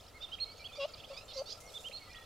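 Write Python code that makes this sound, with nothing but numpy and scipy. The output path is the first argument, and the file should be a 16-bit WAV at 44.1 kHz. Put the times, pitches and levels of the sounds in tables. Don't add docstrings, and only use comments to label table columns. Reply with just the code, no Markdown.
import sys
import numpy as np
from scipy import signal
from scipy.io import wavfile
from scipy.ndimage import uniform_filter1d

SR = 44100
rng = np.random.default_rng(int(sys.argv[2]) if len(sys.argv) > 2 else 0)


def dump(signal):
    limited = np.clip(np.atleast_2d(signal).T, -1, 1)
    pcm = np.round(limited * 32767).astype(np.int16)
    wavfile.write(sys.argv[1], SR, pcm)


def makeup_ratio(level_db):
    decades = np.asarray(level_db, float) / 20
    return 10 ** decades


N = 99225
SONG_PAN_DB, FAINT_PAN_DB, HONK_PAN_DB = -6, -3.5, 1.4


def evened(x):
    return x / np.sqrt(np.mean(x ** 2) + 1e-20)


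def smooth_noise(n, size):
    return evened(uniform_filter1d(rng.standard_normal(n), size=size))


def read(points, hz):
    f, value = np.transpose(points)
    return np.interp(np.log(hz + 1), np.log(f + 1), value)


def add(mix, s, sound):
    part = mix[max(round(s * SR), 0):][:len(sound)]
    part += sound[:len(part)]


def panned(x, db):
    return x * makeup_ratio(np.array([[db / 2], [-db / 2]]))


def span(length):
    return np.linspace(0, 1, round(length * SR))


def arch(u, top, climb, drop, bend):
    before = np.clip(1 - u / top, 0, 1)
    after = np.clip((u - top) / (1 - top), 0, 1)
    return 1 - climb * before ** bend - drop * after ** 2.21


def tone(hz, overtone_db):
    a = 2 * np.pi * np.cumsum(hz) / SR
    return np.sqrt(2) * (np.sin(a) + makeup_ratio(overtone_db) * np.sin(2 * a))


def songbird():
    # start in seconds, length in seconds, top pitch in Hz, level in dB, climb as a share of pitch.
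    hooks = [(0.316, 0.039, 3247, -42, 0.13), (0.399, 0.047, 4272, -35, 0.09),
             (0.639, 0.038, 3360, -45, 0.26), (0.718, 0.037, 3570, -52, .18),
             (1.839, 0.051, 3200, -43.5, 0.191), (1.924, 0.055, 4235, -45, 0.17),
             (2.136, 0.051, 3440, -54, 0.72)]
    # start in seconds, length in seconds, top pitch in Hz, level in dB, overtone level in dB.
    bows = [
        (0.132, 0.052, 2186, -56.5, -10),
        (0.204, 0.051, 3680, -43, -36),
        (1.733, 0.048, 3603, -43.5, -36),
    ]
    # start in seconds, length in seconds, top pitch in Hz, level in dB, place of the top from 0 to 1.
    chips = [(.382, .02, 2800, -52, .6), (.934, .018, 4900, -47, .36), (.995, .02, 3500, -52, .5),
             (1.033, .026, 3480, -50, .65), (1.912, .017, 2780, -51, .6)]
    bow_sag, chip_spread = 0.0807, 0.341
    out = np.zeros(N)
    for s, length, hz, db, climb in hooks:
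        u = span(length)
        bend = 1.595 + (hz - 3150) / 200
        pitch = hz * arch(u, 0.8, climb, 0.05 + 0.79 * climb, bend)
        swell = np.sin(np.pi * u ** 1.44) ** 0.41
        add(out, s, makeup_ratio(db) * swell * tone(pitch, -31))
    for s, length, hz, db, overtone_db in bows:
        u = span(length)
        pitch = hz * arch(u, 0.565, bow_sag, bow_sag, 1.26)
        swell = np.sin(np.pi * u ** 2.95) ** 0.29
        add(out, s, makeup_ratio(db) * swell * tone(pitch, overtone_db))
    for s, length, hz, db, top in chips:
        u = span(length)
        pitch = hz * arch(u, top, 1.83 * top * chip_spread, 2.5 * (1 - top) * chip_spread, 1.37)
        swell = np.sin(np.pi * u) ** 0.89
        add(out, s, makeup_ratio(db) * swell * tone(pitch, -40.5))
    return out


def nasal_voice(hz, throat, narrow=1):
    hz = hz * (1 + 0.007 * smooth_noise(len(hz), 60))
    a = 2 * np.pi * np.cumsum(hz) / SR
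    rasp = 1 + 0.16 * smooth_noise(len(hz), 50)
    overtones = sum(makeup_ratio(read(throat, k * hz * narrow)) * np.sin(k * a + k * k) for k in range(1, 16))
    return rasp * evened(overtones)


def curve(rows):
    c = np.transpose(rows)
    t = np.arange(c[0][0], c[0][-1], 1 / SR)
    lines = [uniform_filter1d(np.interp(t, c[0], v), size=90) for v in c[1:]]
    return lines + [signal.windows.tukey(len(t), 0.12)]


def chatter():
    # start in seconds, length in seconds, start pitch in Hz, top pitch in Hz, level in dB.
    nasal_notes = [(0.217, 0.021, 1130, 1580, -53), (.331, 0.016, 1123, 1650, -53.5),
                   (0.752, 0.031, 1070, 1215, -48), (0.799, 0.055, 412, 511, -47),
                   (0.877, 0.036, 500, 545, -56), (0.967, 0.049, 742, 920, -56),
                   (1.083, .052, 726, 920, -55), (1.132, 0.028, 1072, 1170, -51.5),
                   (1.164, 0.03, 1110, 1290, -44.5), (1.208, 0.02, 1240, 1380, -54.5)]
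    # frequency in Hz, gain in dB.
    beak = [(1900, -15), (2500, -3.5), (3300, -4), (4300, -7), (5000, 1), (5700, -17), (7000, -18.5),
            (8500, -45)]
    # frequency in Hz, gain in dB.
    wide_beak = [(1900, -40), (2800, -20), (3700, -8), (4900, 0), (5700, -8), (7000, -17), (8000, -40)]
    # time in seconds, pitch in Hz, level in dB.
    buzz = [(1.279, 612, -55), (1.29, 612, -50), (1.306, 606, -50), (1.329, 515, -51)]
    zigzag = [(1.33, 1010, -54), (1.346, 1340, -50), (1.36, 1410, -52), (1.368, 1620, -48),
              (1.381, 2500, -40), (1.386, 1850, -49), (1.388, 1450, -48), (1.395, 1575, -44),
              (1.405, 1420, -50)]
    scoop = [(1.455, 860, -57), (1.488, 950, -49), (1.5, 1065, -47), (1.51, 1230, -45), (1.52, 1480, -47),
             (1.527, 1720, -39), (1.535, 1580, -50)]
    out = np.zeros(N)
    for s, length, start_hz, hz, db in nasal_notes:
        u = span(length)
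        top = 0.78 * min(1, start_hz / 800)
        pitch = hz * arch(u, top, 1 - start_hz / hz, 0.102, 1.82)
        swell = np.sin(np.pi * u ** 0.82) ** 0.41
        add(out, s, makeup_ratio(db - 2.5) * swell * nasal_voice(pitch, beak))
    for rows, lift_db in zip((buzz, zigzag, scoop), (-1.5, -0.5, 0.5)):
        hz, db, gate = curve(rows)
        narrow = np.maximum(1, 1250 / hz) ** 0.31
        add(out, rows[0][0], gate * makeup_ratio(db + lift_db) * nasal_voice(hz, wide_beak, narrow))
    return out


def honks():
    # start in seconds, length in seconds, lowest pitch in Hz, level in dB, mouth opening in dB.
    calls = [
        (0.777, 0.083, 550.4, -38.5, -1),
        (1.099, 0.042, 546, -44.5, -22),
        (1.353, .072, 526, -41.5, -29),
    ]
    # overtone as a multiple of the pitch, level in dB.
    overtones = [(2, -12), (3, -29.5), (4, -26.5), (5, -6), (6, -11), (7, -14.5)]
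    sag, flick, opens = 0.0927, 0.24, 0.31
    out = np.zeros(N)
    for s, length, hz, db, open_db in calls:
        u = span(length)
        long = length > 0.055
        bend = 1 + sag * np.clip(1 - 2 * u, 0, 1) ** 2 + long * flick * u ** 10
        a = 2 * np.pi * np.cumsum(hz * bend) / SR
        mouth = np.clip((u - opens + 0.13) / 0.19, 0, 1) * np.clip((1 - u) / 0.29, 0, 1)
        upper = sum(makeup_ratio(g + open_db * min(0.18 * (k - 1), 1)) * np.sin(k * a - 1.4 * k) for k, g in overtones)
        half = 1 + makeup_ratio(-24.5) * 8 * u ** 2 * np.sin(a / 2)
        low_half = makeup_ratio(-21) * u * np.sin(1.5 * a)
        push_db = 7 if long else -9
        edges = np.minimum(u / 0.22, 1) ** 0.74 * np.clip((1 - u) / 0.06, 0, 1)
        body = edges * makeup_ratio(db + push_db * u ** 4)
        add(out, s, np.sqrt(2) * body * (np.sin(a) + low_half + mouth * upper * half))
    return out


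def faint_whistles():
    # start in seconds, length in seconds, start pitch in Hz, end
    # pitch in Hz, level in dB.
    faint_notes = [(.325, .03, 3900, 3750, -54), (.42, .028, 3250, 3400, -57), (.452, .09, 2200, 2260, -61),
                     (.455, .04, 4200, 4200, -54), (.505, .03, 4480, 4450, -54), (.54, .1, 4350, 4420, -60),
                     (.578, .014, 6300, 6900, -61), (.595, .042, 2350, 2340, -50), (.638, .04, 4450, 4420, -53),
                     (2.13, .009, 4700, 6300, -55), (.918, .013, 6800, 7200, -61), (1.6, .11, 2080, 2180, -59),
                     (1.775, .05, 3720, 3700, -54), (1.952, .045, 4400, 4330, -49), (2.0, .045, 2260, 2130, -55),
                     (2.065, .05, 2010, 1960, -57), (2.095, .045, 2380, 2420, -58), (2.105, .03, 4150, 4300, -58),
                     (2.12, .122, 1910, 1870, -55),
                     (0, .014, 3200, 4200, -57), (.004, .018, 5200, 5400, -60), (.076, .011, 4700, 5700, -58),
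                   (.088, .012, 4500, 5700, -59), (.06, .014, 4200, 3900, -60), (.222, .013, 4700, 6300, -57),
                   (.334, .014, 4600, 6400, -58), (.4, .012, 6200, 6800, -61), (.405, .022, 2350, 2850, -59),
                   (.58, .04, 5350, 5300, -62), (.598, .028, 3950, 4150, -55), (.6, .04, 4550, 4600, -57),
                   (.685, .028, 2550, 2480, -58), (.685, .02, 4400, 4400, -60), (.728, .012, 6300, 6900, -61),
                   (.73, .02, 2300, 2600, -59), (.765, .045, 5600, 5550, -60), (.882, .012, 6900, 7100, -59),
                   (.936, .01, 2300, 2500, -59), (1.248, .016, 7300, 7300, -61), (1.517, .014, 3000, 3950, -52),
                   (1.655, .025, 6000, 5700, -59), (1.68, .025, 5600, 4900, -59), (1.67, .025, 4350, 4350, -59),
                   (1.693, .018, 4300, 3550, -58), (1.995, .09, 4320, 4350, -59),
                   (2.049, .016, 2000, 2320, -59), (2.078, .011, 4500, 3000, -60),
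                   (2.088, .024, 3050, 3680, -58), (2.093, .018, 4750, 5500, -61),
                   (2.152, .022, 4750, 4700, -61), (2.2, .05, 3400, 3400, -61), (2.165, .04, 3850, 4150, -60),
                   (1.34, .075, 2090, 2120, -60)]
    out = np.zeros(N)
    for s, length, start_hz, end_hz, db in faint_notes:
        u = span(length)
        waver = makeup_ratio(3.57 * smooth_noise(len(u), 300))
        pitch = (start_hz + (end_hz - start_hz) * u) * waver ** 0.012
        swell = np.sin(np.pi * u) ** 0.5
        add(out, s, makeup_ratio(db - 4) * waver * swell * tone(pitch, -28))
    return panned(out, FAINT_PAN_DB)


def twitter():
    # middle of the lull in seconds, half its length in seconds.
    lulls = [(.145, .038), (1.26, .022), (1.44, .016), (1.64, .04)]
    chirps_per_s, level_db = 620, -64
    haze = np.zeros((2, N))
    draws = rng.random((round(chirps_per_s * N / SR), 6))
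    for when, pitch, glide, length, size, side in draws ** [1, 1.1, 0.98, 1.83, 0.19, 1.3]:
        u = span(0.007 + 0.02 * length)
        hz = (2300 + 2900 * pitch) * (1 + 0.5 * (glide - 0.4) * u)
        loudness = makeup_ratio(-2.5 * np.log(size + 0.038))
        chirp = loudness * np.sin(np.pi * u) * tone(hz, -59)
        add(haze[0], when * N / SR, chirp * (1 - 0.5 * side))
        add(haze[1], when * N / SR, chirp * (1.2 + 0.29 * side))
    lull = sum(np.exp(-((np.arange(N) / SR - s) / half) ** 4) for s, half in lulls)
    return makeup_ratio(level_db - 24 * lull) * evened(haze)


def frogs():
    # band center in Hz, half width in Hz, level in dB, left minus right in dB.
    bands = [(520, 90, -65, 2), (700, 90, -69, 2), (1000, 200, -72, 3), (1300, 85, -65, 5)]
    # time in seconds, swell of the low bands in dB.
    chorus = [(0, -10), (.3, -9.5), (.45, 0.8), (1.2, 6.3), (1.6, 4), (1.9, 5), (2.05, -6), (2.25, 2.5)]
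    croaks_per_s, croak_s = 110, 0.01
    out = np.zeros((2, N))
    for hz, width, db, pan_db in bands:
        puffs = (rng.random(N) < croaks_per_s / SR) * np.minimum(rng.exponential(1, N), 2)
        gate = 1 + evened(signal.oaconvolve(puffs, np.hanning(round(2 * croak_s * SR)), "same"))
        a, b = rng.standard_normal((2, N))
        breath = gate * np.array([a, 0.63 * a + 0.23 * b])
        throat = signal.butter(3, [hz - width, hz + width], "band", fs=SR, output="sos")
        swell_db = np.interp(np.arange(N) / SR, *np.transpose(chorus)) * (hz < 800)
        croaks = evened(signal.sosfilt(throat, breath))
        out += panned(makeup_ratio(db - 2.5 + swell_db) * croaks, pan_db)
    return out


def hiss(shape, patchy_db, same):
    hz = np.fft.rfftfreq(1024, 1 / SR)
    a, b, c, d, p = rng.standard_normal((N // 256 + 5, 513, 5)).T
    patches = evened(uniform_filter1d(uniform_filter1d(p, size=10, axis=0), size=10, axis=1))
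    k = np.clip(same(hz), 0, 1)[:, None]
    left = a + 1j * b
    right = k * left + np.sqrt(1 - k ** 2) * (c + 1j * d)
    spectra = np.array([left, right]) * makeup_ratio(shape(hz)[:, None] + patchy_db * patches)
    return evened(signal.istft(spectra, nperseg=1024, noverlap=768)[1][:, :N])


def reeds():
    # time in seconds, level in dB.
    rustle = [(0, -66.5), (.12, -73.5), (1.597, -67.5), (1.606, -56), (1.66, -65), (1.75, -58.5),
              (1.802, -63), (1.81, -57), (1.822, -60), (2.0, -68.5)]
    # frequency in Hz, level in dB.
    leaf_color = [(2500, -19.5), (7000, -10.5), (13500, -22.5), (16000, -34)]
    crackle = makeup_ratio(2.6 * smooth_noise(N, 120))
    leaves = hiss(lambda f: read(leaf_color, f) - 60 * (f < 2000), 1.6, lambda f: 0.47 + 0 * f)
    gusts = makeup_ratio(np.interp(np.arange(N) / SR, *np.transpose(rustle)))
    return panned(leaves, -2.5) * crackle * gusts


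def rumble_and_air():
    # frequency in Hz, level in dB per Hz.
    rumble_color = [(20, -12), (55, 7.5), (100, -0.5), (162, -9), (420, -10)]
    air_color = [(400, -0.5), (600, 0.5), (1300, -10.5), (1500, -12), (2300, -13), (4230, -14),
                 (7570, -20.5), (15600, -25)]
    # frequency in Hz, likeness of left and right from 0 to 1.
    likeness = [(70, 1.0), (200, 0.61), (4000, 1), (8000, 0.05), (13000, 0.74)]
    same = lambda f: read(likeness, f)
    rumble = hiss(lambda f: read(rumble_color, f) - 50 * (f > 420), 0.69, same)
    air = hiss(lambda f: read(air_color, f) - 50 * (f <= 420), 1.0, same)
    return makeup_ratio(-60.5) * rumble + makeup_ratio(-60.5) * air


def echo(x, db, t60_s):
    t = np.arange(round(0.5 * SR)) / SR
    sparse = rng.standard_normal((2, len(t))) * (rng.random((2, len(t))) < 0.15)
    taps = sparse * makeup_ratio(-60 * t / t60_s) * (t > 0.006)
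    taps = np.array([taps[0], taps[0] + taps[1]])
    return makeup_ratio(db) * signal.fftconvolve(x, taps / np.linalg.norm(taps[0]), axes=1)[:, :N]


def scene():
    whistles = panned(songbird(), SONG_PAN_DB) + faint_whistles() + twitter()
    honk = panned(honks(), HONK_PAN_DB)
    nasals = panned(chatter(), SONG_PAN_DB)
    calls_echo = echo(whistles + makeup_ratio(-6.5) * honk, -15.5, 0.51)
    chatter_echo = echo(nasals, -8.5, 0.15)
    birds = whistles + nasals + honk + calls_echo + chatter_echo
    return birds + rumble_and_air() + frogs() + reeds()


def roll_off(x):
    return signal.sosfilt(signal.butter(12, 15700, fs=SR, output="sos"), x)


def record(dry):
    return roll_off(dry)


dry = scene()
out = record(dry)
dump(out)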